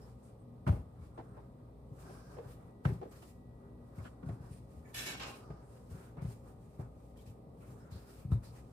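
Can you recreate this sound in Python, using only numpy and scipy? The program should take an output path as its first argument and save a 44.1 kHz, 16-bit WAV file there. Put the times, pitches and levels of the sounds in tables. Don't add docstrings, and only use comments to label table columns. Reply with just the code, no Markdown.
import sys
import numpy as np
from scipy import signal
from scipy.fft import rfft, irfft, next_fast_len
from scipy.io import wavfile
from scipy.ndimage import uniform_filter1d

SR = 44100
rng = np.random.default_rng(int(sys.argv[2]) if len(sys.argv) > 2 else 0)


def master(y):
    cut = np.clip(np.atleast_2d(y).T, -1, 1)
    pcm = np.round(cut * 32767)
    wavfile.write(sys.argv[1], SR, pcm.astype(np.int16))


def ratio(d):
    e = np.asarray(d, float) / 20
    return 10 ** e


N = 384552
FAST = next_fast_len(N, True)


def on_log(table, hz):
    f, v = np.transpose(table)
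    return np.interp(np.log(np.maximum(hz, 1)), np.log(np.maximum(f, 1)), v)


def colour(x, table, lo_hz=1, hi_hz=20000):
    size = next_fast_len(x.shape[-1], True)
    hz = np.fft.rfftfreq(size, 1 / SR)
    spec = rfft(x, size) * ratio(on_log(table, hz)) * (hz > table[0][0]) * (hz < table[-1][0])
    inside = spec[:, (hz > lo_hz) & (hz < hi_hz)]
    power = np.mean(np.sum(np.abs(inside) ** 2, axis=1))
    return irfft(spec, size)[:, :x.shape[-1]] * size / np.sqrt(2 * power)


def band(x, hz, width):
    return signal.lfilter(*signal.iirpeak(hz, hz / width, SR), x)


def ring(hz, t60, t):
    return np.sin(2 * np.pi * hz * t) * ratio(-60 * t / t60)


def curve(points):
    t = np.arange(N) / SR
    s, db = np.transpose(points)
    return ratio(np.interp(t, s, db)) * (t >= s[0] - .005) * (t < s[-1] + .005)


def walk(rate, size=N):
    k = int(SR / rate)
    held = np.repeat(rng.standard_normal(size // k + 1), k)
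    return 0.94 * uniform_filter1d(uniform_filter1d(held, k), k)[:size]


def grains(rate, depth_db):
    return rng.standard_normal((2, N)) * ratio(depth_db * walk(rate))


def add(out, x, s):
    i = int(s * SR)
    out[..., i:i + x.shape[-1]] += x[..., :N - i]


def thuds():
    # start in seconds, peak in dB, boom pitch in Hz
    blow_hits = [(0.682, -28.5, 132), (0.693, -15.5, 100), (0.732, -36, 104), (0.788, -38, 100),
                 (0.994, -41.5, 96), (1.018, -41, 74), (2.854, -18.5, 128.3), (2.889, -29, 122),
                 (2.919, -32, 158), (3.979, -36.5, 151), (3.987, -33.5, 104), (4.026, -44, 89.6),
                 (4.232, -43, 174), (4.291, -29, 122), (4.401, -39.5, 123), (4.507, -38, 119),
                 (5.502, -37.5, 143), (5.912, -35, 84), (5.944, -42.5, 142), (6.178, -39.5, 145),
                 (6.221, -31.5, 124), (6.246, -28, 120), (6.263, -44, 103), (6.792, -31.5, 118),
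                 (7.468, -43.5, 142), (7.918, -37.5, 103), (7.944, -38, 87), (8.25, -31, 118),
                 (8.303, -31.5, 114), (8.319, -17, 103)]
    # start in seconds, peak in dB, boom pitch in Hz
    lean_hits = [(0.666, -25.5, 123), (1.914, -43.5, 124), (2.344, -45.5, 136), (2.456, -42, 118),
                 (2.9, -37, 74), (3.659, -50, 133), (3.811, -47, 116), (4.264, -32.5, 124),
                 (4.765, -41, 73.6), (5.1, -43, 116), (7.27, -44.5, 95), (7.684, -43.5, 116),
                 (8.365, -40, 96)]
    # pitch in Hz, T60 in seconds, level in dB
    cabinet_modes = [(73, 0.2, -2), (94, 0.035, 3.5), (118, 0.18, -15), (144, 0.19, -8.5),
                     (190, 0.17, 11.5)]
    blow_t60_s, press_t60_s = 0.051, 0.1
    out, t = np.zeros(N), np.arange(SR // 4) / SR
    for hits, t60 in ((blow_hits, blow_t60_s), (lean_hits, press_t60_s)):
        for s, db, hz in hits:
            blow = ring(hz, t60, t) * (1 - np.exp(-t / 0.0017))
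            add(out, ratio(db) * blow / np.abs(blow).max(), s)
    t = np.arange(SR // 2) / SR
    boom = np.zeros(len(t))
    for k, (hz, t60, db) in enumerate(cabinet_modes):
        boom += (-1) ** k * ratio(db) * ring(hz, t60, t)
    out = out + ratio(-68) * signal.fftconvolve(out, boom)[:N]
    return signal.sosfilt(signal.butter(3, 52, "highpass", fs=SR, output="sos"), out)


def slaps():
    # start in seconds, peak in dB, pop pitch in Hz, smack share in dB
    slap_hits = [(0.664, -41.5, 306, -5.5), (0.674, -30, 253, -3), (0.689, -34.5, 255, -10),
                 (0.724, -43, 300, -6), (0.76, -46, 310, -12), (1.175, -45.5, 348, -6),
                 (1.185, -42, 306, -14), (1.2, -48.5, 475, -13), (1.372, -45.5, 380, -18),
                 (1.402, -52, 313, -10), (2.094, -48, 390, -6), (2.367, -46, 443, -8),
                 (2.383, -44, 443, -4), (2.85, -32, 263, -2.5), (3.012, -43, 388, -9),
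                 (3.027, -39.5, 390, -11), (3.053, -43, 375, -20), (3.225, -46.5, 259, -9),
                 (4.048, -43, 248, -9), (4.229, -38, 257, -19), (4.287, -41.5, 261, -5.5),
                 (5.502, -45.5, 394, -4.5), (6.168, -43, 264, -13), (6.249, -51.5, 378, 1),
                 (6.793, -43.5, 248, -17), (8.316, -43.5, 248, -7)]
    smack_hz, slap_t60_s = 657, 0.073
    out, t = np.zeros((2, N)), np.arange(SR // 5) / SR
    shape = ratio(-60 * t / slap_t60_s) * (1 - np.exp(-t / 0.0025))
    for s, db, hz, smack_db in slap_hits:
        air = rng.standard_normal((6, len(t)))
        pop = band(band(air[:2], hz, .5 * hz), hz, 0.52 * hz)
        smack = band(band(air[2:4], smack_hz, 0.25 * smack_hz), smack_hz, 3.2 * smack_hz)
        crack = band(air[4:], 2000, 2300)
        bright = smack / smack.std() + ratio(-23.5) * crack / crack.std()
        add(out, ratio(db) * (pop / pop.std() + ratio(smack_db) * bright) * shape, s)
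    return out


def touch(column, rest_db):
    # start in seconds, hold in seconds, flour hiss in dB, dough rub in dB
    slow_strokes = [(0.26, 0.04, -83, -79), (1.04, 0.019, -78, -70), (1.19, 0.072, -91, -72),
                    (1.36, 0.076, -92, -71), (2.0, 0.15, -72.5, -63), (2.18, 0.096, -80, -70.5),
                    (2.32, 0.036, -75.5, -64), (2.44, 0.025, -83, -64), (2.51, 0.011, -69.5, -70),
                    (2.6, 0.1, -92, -75.5), (3.61, 0.055, -99, -71.5), (3.85, 0.03, -91, -85),
                    (3.99, 0.081, -73, -65), (4.285, 0.025, -88, -63.5), (4.44, 0.039, -80, -69),
                    (4.53, 0.043, -72.5, -84), (4.71, 0.073, -80.5, -81), (4.89, 0.025, -77, -70.5),
                    (5.43, 0.2, -91, -68), (3.05, .03, -86, -80), (5.72, 0.07, -78, -75),
                    (5.86, .03, -84, -80), (6.285, 0.02, -73, -72), (6.47, 0.028, -78, -70.5),
                    (6.745, 0.0072, -80.5, -90), (7.0, 0.11, -85, -86), (6.63, 0.036, -84.5, -92.5),
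                    (7.63, 0.1, -76.5, -67), (7.8, .07, -87, -75), (8.09, 0.13, -72.5, -70.5),
                    (8.565, 0.024, -70.5, -65.5), (8.71, .02, -84, -77)]
    # start in seconds, hold in seconds, flour hiss in dB, dough rub in dB
    quick_scuffs = [(0.0, 0.096, -77.5, -69), (0.675, 0.017, -66.5, -61), (0.72, 0.041, -79, -61.5),
                    (2.85, 0.0074, -66.5, -61), (2.89, 0.065, -74.5, -62), (3.115, 0.055, -71, -68.5),
                    (3.222, .075, -72, -77), (5.275, .025, -62.5, -58), (5.355, 0.02, -71, -72),
                    (5.905, 0.16, -74, -68.5), (6.222, .002, -74, -72), (6.3, 0.011, -70, -68),
                    (6.18, 0.046, -97, -62.5), (6.797, 0.015, -76.5, -62), (7.172, 0.042, -75.5, -85),
                    (7.265, 0.011, -72.5, -79), (7.915, 0.086, -70.5, -70), (8.316, 0.018, -72, -58),
                    (8.435, 0.035, -69.5, -68), (4.262, .04, -80, -75), (4.325, .008, -83, -74),
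                    (3.19, .004, -76, -85)]
    t = np.arange(0, N / SR + .002, .001)
    gain = ratio(rest_db)
    for rows, rise, fall in ((slow_strokes, 246, 228), (quick_scuffs, 1500, 236)):
        for row in rows:
            before = np.maximum(row[0] - t, 0)
            after = np.maximum(t - row[0] - row[1], 0)
            gain = gain + ratio(row[column] - rise * before - fall * after)
    return np.interp(np.arange(N) / SR, t, gain)


def patchy(x, depth_db, rate):
    limits = 250 * 2 ** np.arange(0, 6.6, .5)
    hz, spec = np.fft.rfftfreq(FAST, 1 / SR), rfft(x, FAST)
    out = np.zeros((2, N))
    for lo, hi in zip(limits, limits[1:]):
        part = irfft(spec * ((hz >= lo) & (hz < hi)), FAST)[:, :N]
        out += ratio(depth_db * walk(rate)) * part
    return out


def hands():
    # frequency in Hz, level in dB per Hz
    flour_tone = [(1060, -36), (1800, 4), (2060, -2), (2320, 3), (3390, -2), (5190, 0.5), (6160, -2.5),
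                  (8530, 2.5), (12600, -3.5), (15600, -6)]
    # frequency in Hz, level in dB per Hz
    dough_tone = [(180, -21), (300, -25.5), (388, 1), (433, -11.5), (533, -13), (643, -15), (1270, -15.5),
                  (3200, -48.5), (4160, -72), (7040, -120)]
    # start in seconds, length in seconds, pitch in Hz, level in dB
    broad_slips = [(0.667, 0.035, 1560, -56.5), (0.665, 0.014, 1190, -46.5), (0.686, .014, 1180, -46.5),
                   (1.173, 0.05, 760, -53), (1.363, 0.048, 800, -60.5), (2.002, 0.45, 5300, -78.5),
                   (2.0, 0.18, 167, -60.5), (2.85, 0.014, 1300, -42), (2.853, .01, 2750, -58),
                   (2.865, 0.058, 1720, -60.5), (3.11, 0.079, 1480, -75), (3.221, 0.023, 2840, -71.5),
                   (4.045, 0.043, 1390, -59.5), (4.033, 0.062, 2920, -72), (5.1, 0.29, 183, -61),
                   (7.598, 0.13, 2240, -80), (7.752, 0.48, 1370, -74.5), (5.899, 0.24, 1440, -71.5),
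                   (6.173, 0.11, 2150, -76), (6.794, 0.027, 740, -59.5), (7.911, 0.091, 4250, -71.5),
                   (8.433, 0.09, 4540, -72), (8.547, 0.078, 1860, -78), (8.314, .03, 1050, -56),
                   (5.39, .27, 5000, -83), (5.6, .3, 8600, -82), (0.22, .09, 8400, -78),
                   (1.172, .045, 1500, -71), (1.175, .04, 3800, -84), (1.37, .04, 1500, -77),
                   (4.227, .02, 1100, -63), (5.196, .07, 3300, -59), (5.064, .04, 2300, -58),
                   (5.22, .06, 1100, -60), (7.71, .2, 8500, -85), (1.982, .02, 1300, -72),
                   (1.68, .015, 900, -72), (7.262, .03, 4800, -82)]
    # start in seconds, length in
    # seconds, pitch in Hz, level in dB
    narrow_slips = [(0.01, .06, 5250, -79), (0.395, .04, 8400, -84), (1.13, .08, 8500, -85),
                    (1.27, .09, 8500, -87), (1.01, 0.054, 2280, -83), (1.969, 0.6, 1570, -74),
                    (2.853, 0.09, 388, -50), (3.985, 0.024, 2170, -70.5), (4.502, .1, 8900, -75),
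                    (4.838, 0.1, 1780, -76), (4.84, .09, 2290, -78), (4.845, .08, 2020, -78),
                    (4.843, 0.087, 6770, -84), (7.168, 0.016, 3120, -80), (7.186, .024, 3180, -77),
                    (7.18, 0.042, 2300, -81), (7.156, .018, 1850, -81), (7.2, .06, 3780, -86),
                    (7.268, .03, 2480, -80), (7.295, .018, 2620, -83), (7.19, .03, 4570, -86),
                    (5.39, 0.25, 1230, -69.5), (5.76, .025, 2900, -82), (4.258, .03, 1450, -68),
                    (4.295, .02, 2250, -74), (7.795, .06, 5200, -84), (7.95, .04, 4350, -78),
                    (8.565, .04, 1870, -76), (3.09, .035, 8200, -78), (2.086, 0.057, 383, -58.5),
                    (2.374, .05, 457, -51.5), (3.01, .03, 393, -50), (3.017, .025, 765, -52),
                    (3.051, .045, 398, -55.5), (8.313, 0.03, 3880, -72), (8.34, .045, 3800, -79)]
    flour = colour(grains(90, 1.54), flour_tone, 1360, 22500)
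    dough = colour(grains(40, 2.3), dough_tone, 376, 2500)
    rub = touch(column=2, rest_db=-95) * flour + touch(column=3, rest_db=-77.5) * dough
    out = patchy(rub, depth_db=1.6, rate=8.2)
    for rows, share in ((broad_slips, 0.29), (narrow_slips, 0.072)):
        for s, length, hz, db in rows:
            noise = rng.standard_normal((2, SR // 2))
            slip = band(band(noise, hz, share * hz), hz, 2 * share * hz)[:, -int(length * SR):]
            size = slip.shape[1]
            shape = signal.windows.tukey(size, .4) * np.linspace(1.3, .6, size)
            add(out, ratio(db) * slip / slip.std() * shape, s)
    return out


def wandering_modes(grit, modes, lo, hi):
    bright_db = 2.6
    swell_db = 4.5
    total = 0
    for hz, w, db in modes:
        if lo < hz < hi:
            gain = ratio(db + bright_db * np.log2(hz / 2000) + swell_db * walk(45, size=grit.shape[1]))
            total = total + gain * np.sqrt(300 / w) * band(grit, hz, w)
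    return total


def drag():
    # frequency in Hz, level in dB per Hz
    scrape_tone = [(150, -23), (250, 7), (282, 2.5), (931, -4), (1770, -9), (2030, -9.5), (2290, -9),
                   (10300, -13), (11400, -11.5), (15600, -18)]
    # pitch in Hz, width in Hz, level in dB
    metal_modes = [(1780, 56, -2), (2230, 32, 0), (3010, 57, -6), (3450, 59, -5), (3920, 41, -4),
                   (5420, 33, -5), (5880, 61, -10), (6530, 82, -10), (8070, 90, -7), (8420, 23, -12),
                   (8800, 61, -11), (9820, 55, -9), (11300, 66, -6), (15300, 82, -14),
                   (1600, 30, -9), (2560, 110, -5), (4420, 62, -11), (5110, 120, -9), (6950, 62, -13),
                 (7470, 88, -13), (12700, 150, -16), (14100, 54, -18)]
    # pitch in Hz, width in Hz, level in dB
    rattle_modes = [(807, 21, -11.5), (1070, 38, -6), (1240, 35, -10), (1580, 73, -12), (2240, 35, -12),
                    (2500, 31, -10), (2760, 100, -8), (3250, 51, -8), (3940, 150, -6), (4410, 51, -8),
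                    (5090, 62, -9), (5420, 34, -14), (6690, 66, -12), (8060, 47, -14)]
    # time in seconds, level in dB
    push = [
        (4.938, -76),
        (4.946, -53),
        (4.99, -49),
        (5.055, -53),
        (5.066, -47.5),
        (5.14, -53),
        (5.195, -60),
        (5.198, -49.5),
        (5.265, -52),
        (5.44, -77),
    ]
    # level in first pull in dB, level in second pull in dB, drift within a pull in dB/s
    layer_levels = [
        (1, -3.5, -6.5),
        (0, -1, 2),
        (0, -14.5, -39),
        (-9, -2.5, 35),
    ]
    layer_hz = [(2800, 7500), (1500, 2800), (7500, 15700), (250, 1500)]
    start_s, second_s = push[0][0], 5.17
    span = slice(int(start_s * SR) - SR // 4, int(start_s * SR) + SR)
    t = np.arange(N)[span] / SR
    since = t - np.where(t < second_s, start_s, second_s)
    second = np.clip((t - second_s) / 0.086 + .5, 0, 1)
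    grit = colour(grains(70, 1.5)[:, span], scrape_tone)
    pressure = curve(push)[span]
    out = np.zeros((2, N))
    for (lo, hi), (first_db, last_db, drift) in zip(layer_hz, layer_levels):
        part = signal.sosfilt(signal.butter(3, (lo, hi), "bandpass", fs=SR, output="sos"), grit)
        part = part / part.std()
        first = wandering_modes(part, metal_modes, lo, hi)
        last = wandering_modes(part, rattle_modes, lo, hi)
        part = part + ratio(3) * (1 - second) * first + ratio(6) * second * last
        steady = part / np.sqrt(uniform_filter1d(np.mean(part ** 2, axis=0), SR // 12))
        out[:, span] += pressure * ratio(first_db * (1 - second) + last_db * second + drift * since) * steady
    return out


def kitchen():
    # frequency in Hz, level in dB per Hz
    air_tone = [(18, -48), (30, -8), (44, -3.5), (124, -1.5), (309, -9.5), (402, -19.5), (433, -11),
                (494, -13), (1210, -30.5), (1430, -54), (2000, -41.5), (2600, -59), (3380, -81),
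                (5720, -120)]
    # pitch in Hz, level in dB
    hum_lines = [(59.2, -63), (118.4, -63.5), (242.2, -70), (403.7, -73.5), (543.7, -78), (764.4, -82),
                 (1238, -87)]
    # time in seconds, level in dB
    whine_level = [
        (0, -99),
        (.8, -96),
        (2.3, -99),
        (2.6, -87),
        (3.5, -85.5),
        (4.6, -91.5),
        (5.5, -101),
        (7.5, -101),
        (8.72, -106),
    ]
    # frequency in Hz, level in dB per Hz
    hiss_tone = [(1290, -29), (2200, -11.5), (2310, -1), (2860, -6), (3750, -4), (3940, -4), (5840, -11),
                 (6440, -12.5), (12200, -9), (15600, -14)]
    noise, t = colour(rng.standard_normal((2, N)), air_tone), np.arange(N) / SR
    bass = signal.sosfilt(signal.butter(2, 400, fs=SR, output="sos"), noise)
    air = bass * ratio(walk(6.9)) + (noise - bass) * ratio(walk(3.12))
    hum = np.zeros((2, N))
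    for hz, db in hum_lines:
        phase = 0.74 * walk(5.1) + rng.uniform(0, 7.83, (2, 1))
        hum += ratio(db + 4.1 * walk(14)) * np.sin(2 * np.pi * hz * t + phase)
    whine = curve(whine_level) * np.sin(2 * np.pi * 1940 * t + .4 * walk(5))
    hiss = colour(rng.standard_normal((2, N)), hiss_tone)
    hiss = hiss + ratio(3) * band(hiss, 8500, 500)
    return ratio(-87.5) * hiss + ratio(-56) * air + np.sqrt(2) * (hum + whine)


def room(x):
    t60_s, room_db = 0.35, -6
    t = np.arange(int(.5 * SR)) / SR
    tail = rng.standard_normal((2, len(t))) * ratio(-60 * t / t60_s) * (t > .006)
    tail = tail / np.sqrt(np.sum(tail ** 2, axis=1, keepdims=True))
    return ratio(room_db) * signal.fftconvolve(x, tail, axes=1)[:, :N]


def scene():
    # frequency in Hz, side minus mid in dB
    side_level = [(60, -19), (110, -20), (200, -15.5), (380, -9), (700, -0.5), (1290, 0), (2380, 0.5),
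                  (4400, 0.5), (8120, 0), (15000, -0.5)]
    # frequency in Hz, left minus right in dB
    left_level = [(60, 2.0), (110, 2.0), (200, 1.0), (380, 1.0), (700, 1.0), (1290, -1.5), (2380, -1.0),
                  (4400, -1.5), (8120, 0.5), (15000, 1.5)]
    lead = 6
    blows = thuds() * np.array([[1], [.15]]) + slaps()
    hz = np.fft.rfftfreq(FAST, 1 / SR)
    mid, side = rfft(blows + room(blows) + hands() + drag() + kitchen(), FAST)
    side = side * ratio(on_log(side_level, hz))
    turn = np.exp(2j * np.pi * hz * lead / SR * np.exp(-hz / 500))
    pair = np.array([mid * turn + side, mid / turn - side])
    balance = ratio(np.outer([.5, -.5], on_log(left_level, hz)))
    return irfft(pair * balance, FAST)[:, :N]


def roll_off(x):
    return signal.sosfilt(signal.butter(12, 15780, fs=SR, output="sos"), x)


def record(dry):
    x = signal.sosfilt(signal.butter(6, 46, "highpass", fs=SR, output="sos"), dry)
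    return roll_off(x)


dry = scene()
out = record(dry)
master(out)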